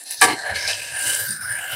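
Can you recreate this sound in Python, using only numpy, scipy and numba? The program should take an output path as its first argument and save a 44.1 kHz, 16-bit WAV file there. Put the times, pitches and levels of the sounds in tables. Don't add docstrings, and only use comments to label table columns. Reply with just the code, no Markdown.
import sys
import numpy as np
from scipy import signal
from scipy.fft import rfft, irfft, next_fast_len
from scipy.io import wavfile
from numba import njit

SR = 44100
rng = np.random.default_rng(int(sys.argv[2]) if len(sys.argv) > 2 else 0)


def store_pcm(level_fs):
    pcm = np.round(np.clip(level_fs, -1, 1) * 32767).astype(np.int16)
    wavfile.write(sys.argv[1], SR, np.atleast_2d(pcm).T)


N = 77175
T = np.arange(N) / SR
SIZE = 2 * next_fast_len(N // 2 + 4096)
FREQ_HZ = np.maximum(np.fft.rfftfreq(SIZE, 1 / SR), 1)

# centre in Hz, width in Hz, relative level in dB.
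ROOM_TONE = [(301, 59, 4.5), (470, 50, 1), (920, 1000, -9)]
# centre in Hz, width in Hz, relative level in dB.
DRONE = [(101, 11, -1), (137, 50, -12.5), (59, 49, -18)]
# peak in seconds, nominal rise and fall in seconds, centre in Hz, level in dB.
BUMPS = [(0.246, 0.013, 0.041, 125, -35.5), (.24, 0.0094, 0.043, 380, -27), (0.313, 0.05, 0.04, 310, -30),
         (.33, 0.023, .02, 146, -40), (0.529, 0.023, 0.047, 100, -36), (.68, 0.034, 0.023, 83, -43),
         (.93, 0.026, .02, 104, -49.5), (1.07, 0.0098, 0.038, 97, -44), (1.088, 0.041, 0.036, 285, -43.5),
         (1.22, 0.012, 0.025, 119, -46), (1.293, 0.016, 0.047, 148, -37), (1.4, 0.022, 0.031, 170, -49),
         (1.51, 0.089, 0.079, 105.5, -47), (1.745, 0.026, .03, 111, -40.5)]
# start in seconds, level in dB before TICK_TRIM_DB, brightness in Hz.
TICKS = [(0.0373, -13, 10000), (0.109, -2, 11000), (0.114, -11, 10100), (0.176, -20, 6050),
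         (0.2134, 9, 9500), (.5465, -16, 4500), (.5585, -4, 4100), (0.677, 2, 4800), (0.6953, -2, 4470),
         (0.732, -2, 3000), (1.079, -3, 8900), (1.15, 2, 9500), (1.307, -4.5, 9050)]
# start in seconds, level in dB, treble roll-off in Hz.
KNOCKS = [(0.2134, -9, 5000), (.279, -19, 1320)]
# frequency in Hz, relative level in dB.
MODES = [(308, -11.5), (460, -9.5), (492, -13), (751, 1), (818, -4), (954, -4), (1161, 3), (1320, -5.5),
         (1699, 1.5), (1788, -19), (1960, -10), (2115, -16), (2234, -8), (2368, -3.5), (2432, -9.5),
         (3033, -9)]
# peak in seconds, nominal rise and fall in seconds, then drive in dB
SLIDES = [ (0.019, 0.13, 0.019, -38.5, -27, -39, -38.5, -38, -28, -31, -49),
          (0.073, 0.02, 0.1, -35, -27.5, -35, -30, -21.5, -21, -31.5, -44),
          (0.114, 0.011, 0.041, -38, -22.5, -30.5, -27.5, -37, -19.5, -29.5, -32),
          (.18, .01, 0.075, -55, -28, -45, -25, -40, -31, -40, -42),
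          (0.221, 0.007, 0.032, -4, 6, 0, -9, -17, -5, -6, -22.5),
          (0.298, 0.022, 0.041, -9, -7.5, -6.5, -25.5, -11.5, -21, -23, -39),
          (.40, 0.049, 0.049, -21, -13.5, -33, -32, -21.5, -47, -30, -65),
          (0.497, 0.049, 0.033, -11, -3.5, -16, -35.5, -21.5, -26.5, -33, -46),
          (0.563, 0.017, 0.036, -19, -5.5, -8.5, -22, -11.5, -21.5, -26, -41),
          (0.641, 0.047, 0.04, -18, -11, -15, -21, -13, -23, -29, -41),
          (.69, 0.016, 0.054, -16.5, -9, -12, -16, -14, -21.5, -21, -41),
          (0.832, 0.14, 0.16, -27.5, -17, -21, -28.5, -31, -27, -26.5, -43),
          (.98, 0.057, 0.023, -24, -9.5, -23, -50, -45, -15, -35, -44),
          (1.098, 0.091, 0.094, -20, -8.5, -13.5, -21.5, -41, -9, -14.5, -26),
          (1.206, 0.028, 0.026, -20, -11, -29, -27.5, -22, -15.5, -20.5, -21.5),
          (1.265, 0.035, 0.027, -42, -11, -37, -29.5, -26, -23, -28, -25),
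          (1.311, 0.036, 0.046, -37, -11, -37.5, -28.5, -18, -13, -30, -32),
          (1.44, .07, 0.064, -37.5, -10, -35.5, -37, -22.5, -17.5, -44, -36),
          (1.518, 0.037, 0.067, -28.5, -6, -21, -37.5, -28, -12.5, -36, -36),
          (1.619, 0.051, 0.098, -23.5, -8.5, -21.5, -39, -52, -26, -27, -36),
          (1.74, 0.057, .05, -21, -12, -14, -32, -51, -21.5, -30, -29)]
# centre in Hz, width in Hz, relative level in dB.
HOLLOW_MODES = [(525, 93, -5.5), (642, 92, -10), (750, 36.7, 4.5), (941, 72, 1), (1185, 250, -11)]
RASP_MODES = [(2128, 165, -1), (2460, 280, -5.5), (2904, 320, -3)]
SCRAPE_MODES = [(3910, 500, 1), (4840, 810, 1), (5640, 1060, -2.5), (6200, 340, -2.5)]
HISS_MODES = [(7790, 970, -0.5), (9000, 850, 0.5), (11300, 530, -7)]
AIR_MODES = [(12940, 3100, 0.81), (13700, 910, -1.6)]
# centre in Hz, width in Hz, relative level in dB.
SINGING_RESONANCES = [(1699, 39.2, -1), (1593, 35, -7), (975, 60, -20)]
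# time in seconds, cavity centre in Hz, wall centre in Hz, sizzle centre in Hz.
TILT_DRIFT = [(0, 1750, 4180, 10200), (.14, 1766, 4160, 10250), (.26, 1688, 4290, 9460),
              (.5, 1700, 4140, 9970), (0.554, 1650, 4050, 9640), (0.599, 1670, 5260, 9630),
              (0.782, 1708, 5060, 9060), (1.1, 1602, 4950, 9460), (1.27, 1614, 4650, 9520),
              (1.34, 1605, 4990, 9000), (1.44, 1472, 5230, 9530), (1.53, 1670, 5070, 9300),
              (1.75, 1526, 5070, 9500)]
# time in seconds, hollow centre in Hz, rasp centre in Hz.
AIR_SPACE_DRIFT = [(0, 726, 2590), (.17, 704, 2680), (.23, 810, 2290), (.3, 840, 2110), (.45, 654, 2050),
                   (0.501, 720, 2190), (.57, 530, 2160), (.66, 634, 2240), (0.718, 664, 2640),
                   (.82, 540, 2620), (.98, 730, 2680), (1.1, 566, 2920), (1.23, 560, 3000),
                   (1.42, 700, 2280), (1.541, 630, 2000), (1.62, 790, 2800), (1.75, 620, 2980)]

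ROOM_TONE_DB, DRONE_DB, DRONE_START_S = -60, -54.5, 0.181
ROOM_T60_S, ROOM_DB, ROOM_GAP_S = 0.098, -10.5, 0.0032
BUMP_WIDTH_RATIO = 0.42
TICK_DECAY_S, TICK_TRIM_DB = 0.0016, -3
TICK_WIDTH_RATIO, TICK_TOP_HZ = 0.38, 11000
RING_T60_S, RING_SLOPE = 0.175, 0.4
KNOCK_RISE_CYCLES = 7.7
CHATTER_PER_S, CHATTER_DB = 120, 5.5
GRAINS_PER_S, GRAIN_SPREAD_DB, DUST_DB = 5700, 3.0, -3
CLUMPS_PER_S, CLUMP_DB = 170, 1.5
STEADY_DB = -4.5
SINGING_DB = -3
CAVITY_WIDTH_HZ, WALL_WIDTH_HZ, SIZZLE_WIDTH_HZ = 230, 430, 1140
HOLLOW_WIDTH_HZ, RASP_WIDTH_HZ = 229, 417
TOP_HZ = 15700


def amp(db):
    return 10 ** (np.asarray(db) / 20)


def unit(x):
    return x / np.std(x)


def noise():
    return rng.standard_normal(N)


def flutter(rate_per_s):
    return np.interp(T * rate_per_s, np.arange(N), noise())


def swell(peak_s, rise_s, fall_s, power=1.96):
    spread_s = np.where(T < peak_s, max(rise_s, 0.002) * 0.8, max(fall_s, 0.002) * 0.85)
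    return np.exp(-0.5 * (np.abs(T - peak_s) / spread_s) ** power)


def resonances(rows):
    power = 0
    for hz, width_hz, db in rows:
        detune = (FREQ_HZ - hz * hz / FREQ_HZ) / (2 * width_hz) * np.sqrt(2)
        power = power + (amp(db) / (1 + detune ** 2)) ** 2
    return np.sqrt(power)


def shape(x, gain):
    cepstrum = np.fft.irfft(np.log(gain + 1e-6), SIZE)
    cepstrum[1:SIZE // 2] *= 2
    cepstrum[SIZE // 2 + 1:] = 0
    return irfft(rfft(x, SIZE) * np.exp(rfft(cepstrum)), SIZE)[:N]


@njit
def band(x, hz, width_hz):
    y, band_state, low_state = np.empty(len(x)), 0., 0.
    for i in range(len(x)):
        g = np.tan(np.pi * hz[i] / SR)
        damping = width_hz / hz[i]
        v = (band_state + g * (x[i] - low_state)) / (1 + g * (g + damping))
        band_state = 2 * v - band_state
        low_state += 2 * g * v
        y[i] = damping * v
    return y


def drifting(x, times_s, track_hz, width_hz):
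    hz = np.interp(T, times_s, track_hz)
    once = band(x, hz, float(width_hz))
    return band(once, hz, float(width_hz))


def background():
    tone = unit(shape(noise(), resonances(ROOM_TONE)))
    drone = unit(shape(noise() * (T > DRONE_START_S), resonances(DRONE)))
    return amp(ROOM_TONE_DB) * tone + amp(DRONE_DB) * drone


def kitchen(x):
    tail = noise() * amp(-60 * T / ROOM_T60_S) * (T > ROOM_GAP_S)
    reflections = signal.fftconvolve(x, tail / np.linalg.norm(tail))[:N]
    return x + amp(ROOM_DB) * reflections


def bumps():
    out = np.zeros(N)
    for peak_s, rise_s, fall_s, hz, db in BUMPS:
        rumble = unit(shape(noise(), resonances([(hz, BUMP_WIDTH_RATIO * hz, 0)])))
        out += amp(db) * swell(peak_s, rise_s, fall_s, power=2.2) * rumble
    return out


def ticks():
    out = np.zeros(N)
    top_cut = np.hypot(1, (FREQ_HZ / TICK_TOP_HZ) ** 10)
    for start_s, db, hz in TICKS:
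        click = noise() * (T >= start_s) * np.exp(-np.abs(T - start_s) / TICK_DECAY_S)
        gain = resonances([(hz, TICK_WIDTH_RATIO * hz, 0)]) / top_cut
        out += amp(db + TICK_TRIM_DB) * shape(click, gain)
    return out


def knocks():
    out = np.zeros(N)
    for start_s, db, dull_hz in KNOCKS:
        age_s = np.maximum(T - start_s, 0)
        for (hz, mode_db), phase in zip(MODES, rng.random(len(MODES))):
            t60_s = RING_T60_S * (1000 / hz) ** RING_SLOPE
            buildup = 1 - np.exp(-age_s * hz / KNOCK_RISE_CYCLES)
            softness = np.hypot(1, (hz / dull_hz) ** 2)
            push = amp(db + CHATTER_DB * flutter(CHATTER_PER_S)) * buildup / softness
            decay = amp(mode_db - 60 * age_s / t60_s)
            out += push * decay * np.sin(2 * np.pi * (hz * age_s + phase))
    return out


def grains():
    struck = rng.random(N) < GRAINS_PER_S / SR
    sign = rng.choice([-1, 1], N)
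    size = amp(GRAIN_SPREAD_DB * np.minimum(rng.exponential(size=N), 6))
    return unit(unit(struck * sign * size) + amp(DUST_DB) * noise())


def slides():
    clumps = amp(CLUMP_DB * flutter(CLUMPS_PER_S))
    power = 0
    for peak_s, rise_s, fall_s, *register_db in SLIDES:
        power = power + np.outer(amp(register_db), swell(peak_s, rise_s, fall_s)) ** 2
    drives = [np.sqrt(p) * unit(grains() * clumps) for p in power]
    hollow, cavity, rasp, scrape, wall, sizzle, hiss, air = drives

    out = shape(scrape, resonances(SCRAPE_MODES))
    out += shape(hiss, resonances(HISS_MODES))
    out += shape(air, resonances(AIR_MODES))
    out += amp(STEADY_DB) * shape(hollow, resonances(HOLLOW_MODES))
    out += amp(STEADY_DB) * shape(rasp, resonances(RASP_MODES))
    out += amp(SINGING_DB) * shape(cavity, resonances(SINGING_RESONANCES))

    times_s, cavity_hz, wall_hz, sizzle_hz = np.array(TILT_DRIFT).T
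    out += drifting(cavity, times_s, cavity_hz, CAVITY_WIDTH_HZ)
    out += drifting(wall, times_s, wall_hz, WALL_WIDTH_HZ)
    out += drifting(sizzle, times_s, sizzle_hz, SIZZLE_WIDTH_HZ)

    times_s, hollow_hz, rasp_hz = np.array(AIR_SPACE_DRIFT).T
    out += drifting(hollow, times_s, hollow_hz, HOLLOW_WIDTH_HZ)
    out += drifting(rasp, times_s, rasp_hz, RASP_WIDTH_HZ)
    return out


def scene():
    canister = slides() + knocks() + ticks() + bumps()
    return (kitchen(canister) + background())[None]


def record(dry):
    rounded = np.tanh(0.75 * dry) / 0.85
    bass_cut = signal.butter(2, 42, "high", fs=SR, output="sos")
    top_cut = signal.ellip(10, 0.2, 80, TOP_HZ, fs=SR, output="sos")
    return signal.sosfilt(top_cut, signal.sosfilt(bass_cut, rounded))


dry = scene()
out = record(dry)
store_pcm(out)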